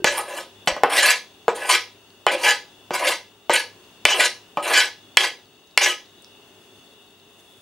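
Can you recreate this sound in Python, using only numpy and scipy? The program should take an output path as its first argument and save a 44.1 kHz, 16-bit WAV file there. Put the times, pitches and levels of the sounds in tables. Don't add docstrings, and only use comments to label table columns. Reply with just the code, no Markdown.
import sys
import numpy as np
from scipy import signal
from scipy.fft import rfft, irfft, next_fast_len
from scipy.io import wavfile
from scipy.ndimage import uniform_filter1d

SR = 44100
rng = np.random.default_rng(int(sys.argv[2]) if len(sys.argv) > 2 else 0)


def transcribe(signal):
    frames = np.atleast_2d(signal).T
    limited = np.clip(frames, -1, 1)
    pcm = np.round(limited * 32767).astype(np.int16)
    wavfile.write(sys.argv[1], SR, pcm)


def volts_from_decibels(level):
    exponent = np.asarray(level, float) / 20
    return 10 ** exponent


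N = 335601


def band(x, lo_hz, hi_hz, order=2):
    return signal.sosfilt(signal.butter(order, [lo_hz, hi_hz], "bandpass", fs=SR, output="sos"), x)


def shape(x, table):
    hz, db = np.transpose(table)
    size = next_fast_len(x.shape[-1])
    log_f = np.log(np.fft.rfftfreq(size, 1 / SR) + 1)
    gain = volts_from_decibels(np.interp(log_f, np.log(hz), db))
    return irfft(rfft(x, size) * gain, size)[..., :x.shape[-1]]


def unit(x):
    return x / np.sqrt(np.mean(x ** 2))


def walk(rate):
    hold = int(SR / rate)
    steps = np.repeat(rng.standard_normal(N // hold + 1), hold)
    return 2.0 * uniform_filter1d(steps, hold)[:N]


# (frequency [Hz], density [dB per Hz])
AIR = [(15, -43), (25, -15), (335, 0), (416, -2), (575, -5.5), (714, -5.5), (2350, -16.5), (2690, -7),
       (3520, -11), (4030, -17.5), (10100, -24.5), (14800, -31), (16000, -26.5)]
# (low edge [Hz], high edge [Hz], level [dB])
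WHISTLE = [
    (2520, 3110, -67),
    (3316, 3580, -62),
    (3590, 3900, -65.5),
    (4325, 4580, -72.5),
    (6200, 6550, -72),
    (340, 460, -66.5),
    (93, 110, -68.5),
]
# (frequency [Hz], level [dB], 12 below its peak)
WHINE = [(15665, -80.5)]


def appliances():
    mid, side = rng.standard_normal((2, N))
    side = shape(side, [(100, -24), (500, -21.5), (1500, -6.5), (4000, -2), (12000, -0.5)])
    pair = np.array([mid + side, mid - side])
    out = volts_from_decibels(-53.5 + 0.7 * walk(3.)) * unit(shape(pair, AIR))
    for lo_hz, hi_hz, db in WHISTLE:
        out += volts_from_decibels(db + 1.5 * walk(5.5)) * unit(band(pair, lo_hz, hi_hz, order=3))
    for hz, db in WHINE:
        out += volts_from_decibels(db + 12.0) * np.sin(2 * np.pi * hz * np.arange(N) / SR)
    return out * volts_from_decibels(np.array([[1.3], [-1.3]]))


def taps(events, cycles):
    out = np.zeros(N)
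    for s, db, hz in events:
        turn = np.arange(int(6 * cycles * SR / hz)) * hz / SR
        swing = volts_from_decibels(db) * np.sin(2 * np.pi * turn) * np.exp(-turn / cycles)
        i = int(s * SR)
        out[i:i + len(turn)] += swing[:N - i]
    return out


# (time [s], peak level [dB], frequency [Hz])
GRIP = [
    (0.0011, -31, 395),
    (0.02, -30.5, 350),
    (0.0039, -52, 1565),
]


def grip():
    return taps(GRIP[:2], 5.4) + taps(GRIP[2:], 45.)


# (time [s], board level [dB], knock level re board [dB],
# blade level re board [dB], rattle length [s])
BLOWS = [(0.044, -13, -15, 1, 0.0022), (0.674, -16, -8.5, -0.5, 0.0056), (0.765, -27, -12, -10, 0.0038),
         (0.8349, -14.5, -11, -5, 0.0034), (1.481, -12, -16.5, -13.5, 0.004),
         (2.2664, -14, -48, -4.5, 0.0016), (2.9072, -22, -8, -12, 0.0014), (2.94, -37, -6, -11, 0.0041),
         (3.4959, -9.5, -22.5, -13.5, 0.0025), (4.0525, -20, -18, 11.5, 0.00097),
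         (4.206, -21.5, -40, 3, 0.0087), (4.572, -18, -11.5, -12, 0.003), (5.171, -20, -19, 13, 0.0013),
         (5.7755, -28, -30, 19.5, 0.0015), (5.862, -32, -32.5, 11.5, .003), (1.698, -29, -32, 6, .004)]


def blows():
    size = 1500
    force = np.zeros((5, N))
    chatter = rng.standard_normal((len(BLOWS), size))
    for (s, db, knock_db, blade_db, length), noise in zip(BLOWS, chatter):
        i = int(s * SR)
        burst = np.tanh(noise) * np.exp(-np.arange(size) / SR / max(length, 2e-4))
        burst[:2] = -4.5
        burst *= np.sqrt(SR / 100 / np.sum(burst ** 2))
        contact_s = 0.00036 * volts_from_decibels(-0.27 * blade_db)
        push = np.hanning(int(contact_s * SR) + 3)
        soft = np.convolve(burst, push / push.sum())[:size]
        grit_db = -11 + 1.22 * blade_db
        fibres_db = -28 + 0.8 * blade_db
        gains = volts_from_decibels(db + np.array([knock_db, 0, blade_db, grit_db, fibres_db]))
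        force[:, i:i + size] += gains[:, None] * np.array([soft, soft, burst, burst, burst])
    return force


# (low edge [Hz], high edge [Hz], level [dB])
CRACK = [
    (163, 840, -2.5),
    (407, 1064, -6.5),
    (1420, 3600, -4.5),
    (3440, 9740, 0.5),
    (8000, 12000, 5.5),
]


def crack(hits):
    out = 0
    for hit, (lo_hz, hi_hz, db) in zip(hits, CRACK):
        out = out + volts_from_decibels(db) * band(hit, lo_hz, hi_hz, order=3) * np.sqrt(SR / 2 / (hi_hz - lo_hz))
    return out


ATTACK_S = 0.0091
LIFT_DB_PER_S = [414, 388, 380, 600]


def gesture(s, length, start_db, rise_db, lift_db_per_s):
    i = max(int(s * SR), 0)
    t = np.arange(min(SR // 2, N - i)) / SR
    length = max(length, 1e-3)
    tilt_db = np.outer(rise_db, np.minimum(t / length, 1))
    fade_db = np.outer(lift_db_per_s, np.maximum(t - length, 0))
    db = np.array(start_db)[:, None] + tilt_db - fade_db
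    power = np.zeros((4, N))
    power[:, i:i + len(t)] = (volts_from_decibels(db) * np.minimum(t / ATTACK_S, 1)) ** 2
    return power


# (time [s], board level [dB], blade level re board [dB],
# grit level re board [dB], fade [dB per s])
SETTLES = [(.045, -25, 1.5, -2.5, 167), (0.672, -18, 1, -9.5, 381), (0.761, -31, -3.5, -22, 330),
           (0.835, -17.5, -6, -32.5, 381.5), (1.481, -19, -9.5, -18, 402.5),
           (2.267, -23, 4.5, -10.5, 170.5), (2.908, -27.5, -6, -18, 300), (3.496, -20, 3, -5, 251),
           (4.052, -28, -1, 2.5, 304.5), (4.571, -22, -18, -23.5, 251.5), (5.171, -32, 4, 2.5, 398.5),
           (5.776, -35, 6.5, 7, 399.5)]


def settles():
    power = np.zeros((4, N))
    for s, db, blade, grit, fade in SETTLES:
        parts = np.array([0, blade, grit, grit - 20])
        power += gesture(s, ATTACK_S, db + parts, np.zeros(4), np.full(4, fade))
    return power


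# (time [s], length [s], board level [dB], blade level re board [dB], fibres level re board [dB])
PUSHES = [(0.06, 0.022, -27.5, 8, -25), (0.165, 0.038, -24, -7, -7), (.36, 0.044, -32, -1, -9.5),
          (0.961, 0.038, -22.5, 9.5, -1.5), (1.02, 0.094, -24, 10.5, -2), (1.687, 0.059, -23, 11, -2.5),
          (2.306, 0.039, -26.5, -4.5, -13.5), (2.429, 0.085, -21, 7, -7), (2.932, 0.033, -26.5, 3.5, -7),
          (3.062, 0.057, -25, 7, -5.5), (3.529, .03, -24.5, 8.5, -1), (3.584, 0.019, -36.5, 8, 1),
          (4.077, 0.046, -26, 7, -19), (4.187, 0.032, -23.5, 8, -6), (4.231, 0.025, -26, 9.5, -4.5),
          (4.729, 0.071, -23.5, 11.5, -6), (4.807, 0.043, -31.5, 6.5, -4.5), (5.194, 0.051, -26, 4.5, -10),
          (5.228, 0.026, -25, 3.5, -7), (5.805, 0.056, -26, 8.5, -10), (5.85, 0.053, -26.5, 5.5, -4)]
PUSH_RISE_DB = [-4.5, -1.9, 1.5, -3]


def pushes():
    power = np.zeros((4, N))
    rise = np.array(PUSH_RISE_DB)
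    for s, length, db, blade, fibres in PUSHES:
        parts = np.array([0, blade, blade - 7, fibres])
        power += gesture(s, length, db + parts - rise / 2, rise, LIFT_DB_PER_S)
    return power


# (time [s], length [s], final board level [dB], blade level re board [dB], swell [dB])
DRAGS = [
    (.11, 0.051, -31.5, -1, -3),
    (.245, 0.15, -33.5, -0.5, 5.5),
    (.893, 0.081, -24, 3, 5),
    (1.545, 0.21, -25.5, -2.5, 8),
    (2.37, .066, -24.5, -5.5, 12),
    (2.985, 0.075, -22.5, -3, 5),
    (4.62, 0.11, -20.5, -0.5, 10),
    (4.134, 0.057, -22.5, -3, 4),
]


def drags():
    power = np.zeros((4, N))
    for s, length, db, blade, swell in DRAGS:
        parts = np.array([0, blade, blade - 7.5, blade - 8])
        power += gesture(s, length, db - swell + parts, np.full(4, swell), LIFT_DB_PER_S)
    return power


def slips(rate, spread_db, flutter_db):
    size = volts_from_decibels(spread_db * np.minimum(rng.exponential(size=N), 3.5))
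    happens = rng.random(N) < rate / SR
    jerks = happens * np.tanh(rng.standard_normal(N)) * size
    return unit(jerks * volts_from_decibels(flutter_db * walk(70.)))


def held(table):
    glide_s = 0.011
    s, hz = np.transpose(table)
    now = np.searchsorted(s, np.arange(N) / SR + glide_s / 2, "right") - 1
    return uniform_filter1d(hz[np.maximum(now, 0)], int(glide_s * SR))


def ring(force, modes, wander_db, rate, focus_hz=None, away_db=0.):
    out, power = 0, 0
    for k, (hz, width, db) in enumerate(modes):
        r = np.exp(-np.pi * width / SR)
        poles = [1, -2 * r * np.cos(2 * np.pi * hz / SR), r * r]
        fed_db = db + wander_db * walk(rate)
        if focus_hz is not None:
            octaves = np.log2(hz / focus_hz)
            fed_db += 7.46 * np.exp(-(octaves / 0.06) ** 2) - 1.8
            fed_db -= away_db * (np.minimum(abs(octaves), 1.3) - .6)
        mode = signal.lfilter([1 - r, 0, r * (r - 1)], poles, force * volts_from_decibels(fed_db))
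        out = out + (-1) ** k * mode
        power += volts_from_decibels(db) ** 2 * np.pi * width / SR
    return out / np.sqrt(power)


# (frequency [Hz], width [Hz], level [dB])
BOARD_MODES = [(303.8, 35, -15.5), (362, 67, -3.5), (488.6, 25, -1.5), (555, 49, 0), (725, 270, -15),
               (463, 50, -12.5), (826.3, 32, -2.5), (940, 60, 0.5), (997, 100, -0.5), (1260.6, 19, 2.5),
               (820, 1200, -13)]
# (time [s], frequency [Hz])
SPOT = [(0.0, 796), (.06, 520), (.17, 965), (.25, 572), (.83, 820), (.97, 570), (1.03, 720), (1.13, 1000),
        (1.47, 496), (1.54, 400), (1.69, 1002), (1.73, 1260), (2.26, 836), (2.31, 570), (2.465, 875),
        (2.9, 400), (2.93, 1010), (2.99, 575), (3.1, 950), (3.49, 600), (3.57, 840), (4.14, 351),
        (4.18, 578), (4.56, 441), (4.66, 600), (4.8, 903), (5.19, 310), (5.235, 470), (5.77, 1010),
        (5.8, 310)]


def board(force):
    return band(ring(force, BOARD_MODES, 1.5, 22., held(SPOT), away_db=3.0), 267.0, 1900.0, order=3)


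# (frequency [Hz], width [Hz], level [dB])
BLADE_MODES = [(1498, 36, -6), (1700.6, 35, -5.5), (1794, 15, -13), (1949, 31, -6), (2143, 66, -6),
               (2361, 44.3, -6.5), (2626, 87, -6), (2717, 97, -7.5), (2999, 37, -2), (3250, 110, -8),
               (3390, 90, -12.5), (2170, 1510, -17.5)]
# (time [s], frequency [Hz])
BITE = [(0.0, 1650), (.67, 2980), (.71, 1980), (.83, 1500), (.9, 2320), (.97, 1722), (1.13, 2430),
        (1.47, 1500), (1.54, 1700), (1.69, 2360), (1.73, 1887), (2.26, 1700), (2.31, 2350), (2.43, 2800),
        (2.465, 1730), (2.9, 1500), (2.99, 2140), (3.09, 1620), (3.49, 1500), (3.52, 2300), (3.57, 1710),
        (4.04, 2430), (4.075, 3020), (4.18, 1950), (4.23, 1550), (4.56, 2370), (4.7, 1725), (5.16, 3200),
        (5.235, 1960), (5.77, 2834)]


def blade(force):
    return band(ring(force, BLADE_MODES, 1.4, 24.813, held(BITE), away_db=3.0), 1100.0, 3300.0)


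# (frequency [Hz], width [Hz], level [dB])
GRIT = [(3602, 80, 2), (4016, 144, 1.5), (4510, 350, -2.5), (4944, 180, -1.5), (5300, 390, -4),
        (6000, 1350, -6), (7230, 1020, -5.5), (7780, 290, -5)]
# (frequency [Hz], width [Hz], level [dB])
AIRY = [(8670, 790, 8.5), (9940, 780, 5.5), (10020, 200, 12), (10700, 1300, -0.5), (11940, 110, 7.5),
        (12340, 1400, -7.5), (14570, 1500, -17.5), (13560, 160, -2.5), (15730, 120, -9.5)]


def grit_and_fibres(grit_force, fibres_force):
    top = ring(grit_force, GRIT, 2.1, 40.) + ring(fibres_force, AIRY, 1.66, 40.)
    return band(top, 3000., 15500.)


def knife():
    wood, steel, edge = slips(2500., 1.5, 0.28), slips(4000., 3.8, 0.9), slips(5000., 2.8, 1.1)
    pressure = np.sqrt(settles() + pushes() + drags())
    hits = blows()
    force = pressure * np.array([wood, steel, edge, edge]) + volts_from_decibels(-1.5) * hits[1:]
    return board(force[0]) + blade(force[1]) + grit_and_fibres(force[2], force[3]) + crack(hits)


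# (time [s], peak level [dB], frequency [Hz])
THUDS = [
    (0.049, -53, 127),
    (0.099, -40.5, 51.4),
    (0.676, -49, 129),
    (0.719, -31, 51.1),
    (2.269, -60.5, 77),
    (4.049, -28.5, 110.4),
    (5.169, -32.5, 108),
]


def thuds():
    return taps(THUDS, 0.47)


# (time [s], peak level [dB], frequency [Hz])
TICKS = [(.661, -31.5, 10500), (.6667, -38, 10000), (2.1041, -39, 4540), (3.8412, -40, 4490),
         (5.457, -45, 4470), (5.5694, -49, 6500), (5.6735, -42, 6440), (5.7109, -41, 4470),
         (6.0594, -39, 4380), (6.2228, -33.5, 8500), (6.2457, -29, 5260), (6.333, -51, 4550),
         (7.1994, -42, 4240), (7.3994, -43, 6440)]


def ticks():
    return taps(TICKS, 2.4)


# (time [s], level [dB])
RUSTLE = [(6.25, -88.5), (6.45, -79), (6.65, -68), (7.0, -71.5), (7.23, -76.5), (7.4, -65.5), (7.61, -64)]


def rustle():
    s, db = np.transpose(RUSTLE)
    brushing = unit(band(slips(3000., 2.5, 2.9), 6500., 12000.))
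    return volts_from_decibels(np.interp(np.arange(N) / SR, s, db)) * brushing


# (low edge [Hz], high edge [Hz], decay time t60 [s], level [dB])
ROOM = [
    (144, 1190, 0.29, -6),
    (1500, 2590, 0.27, -4.5),
    (3300, 7000, 0.28, -2.5),
    (6840, 11600, 0.23, -4.5),
]
# (frequency [Hz], side level re mid [dB])
SIDE = [(60, 0.5), (250, -12), (600, -27), (1200, -14.5), (2400, -13), (4500, -6.5), (12000, -6.5)]


def kitchen(x):
    t = np.arange(SR // 2) / SR
    noise = rng.standard_normal((2, len(t)))
    tail = 0
    for lo_hz, hi_hz, t60, db in ROOM:
        onset = np.sqrt(2 * np.log(1000) / t60 / SR)
        tail = tail + band(noise, lo_hz, hi_hz) * volts_from_decibels(db - 60 * t / t60) * onset
    tail *= np.clip((t - .003) / .0045, 0, 1)
    mid, side = (signal.oaconvolve(x, h)[:N] for h in tail)
    side = shape(side + 0.6 * np.gradient(x), SIDE)
    side += .025 * x
    return np.array([mid + side, mid - side])


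def scene():
    near = grip() + knife() + ticks() + rustle()
    return appliances() + near + thuds() + kitchen(near)


def top_cut(x):
    return signal.sosfilt(signal.butter(12, 16340, fs=SR, output="sos"), x)


def record(dry):
    x = signal.sosfilt(signal.butter(1, 30, "highpass", fs=SR, output="sos"), dry)
    x = np.clip(x, -.97, .97)
    x = signal.sosfilt(signal.ellip(8, .2, 60, 15850, fs=SR, output="sos"), x)
    return top_cut(x)


dry = scene()
out = record(dry)
transcribe(out)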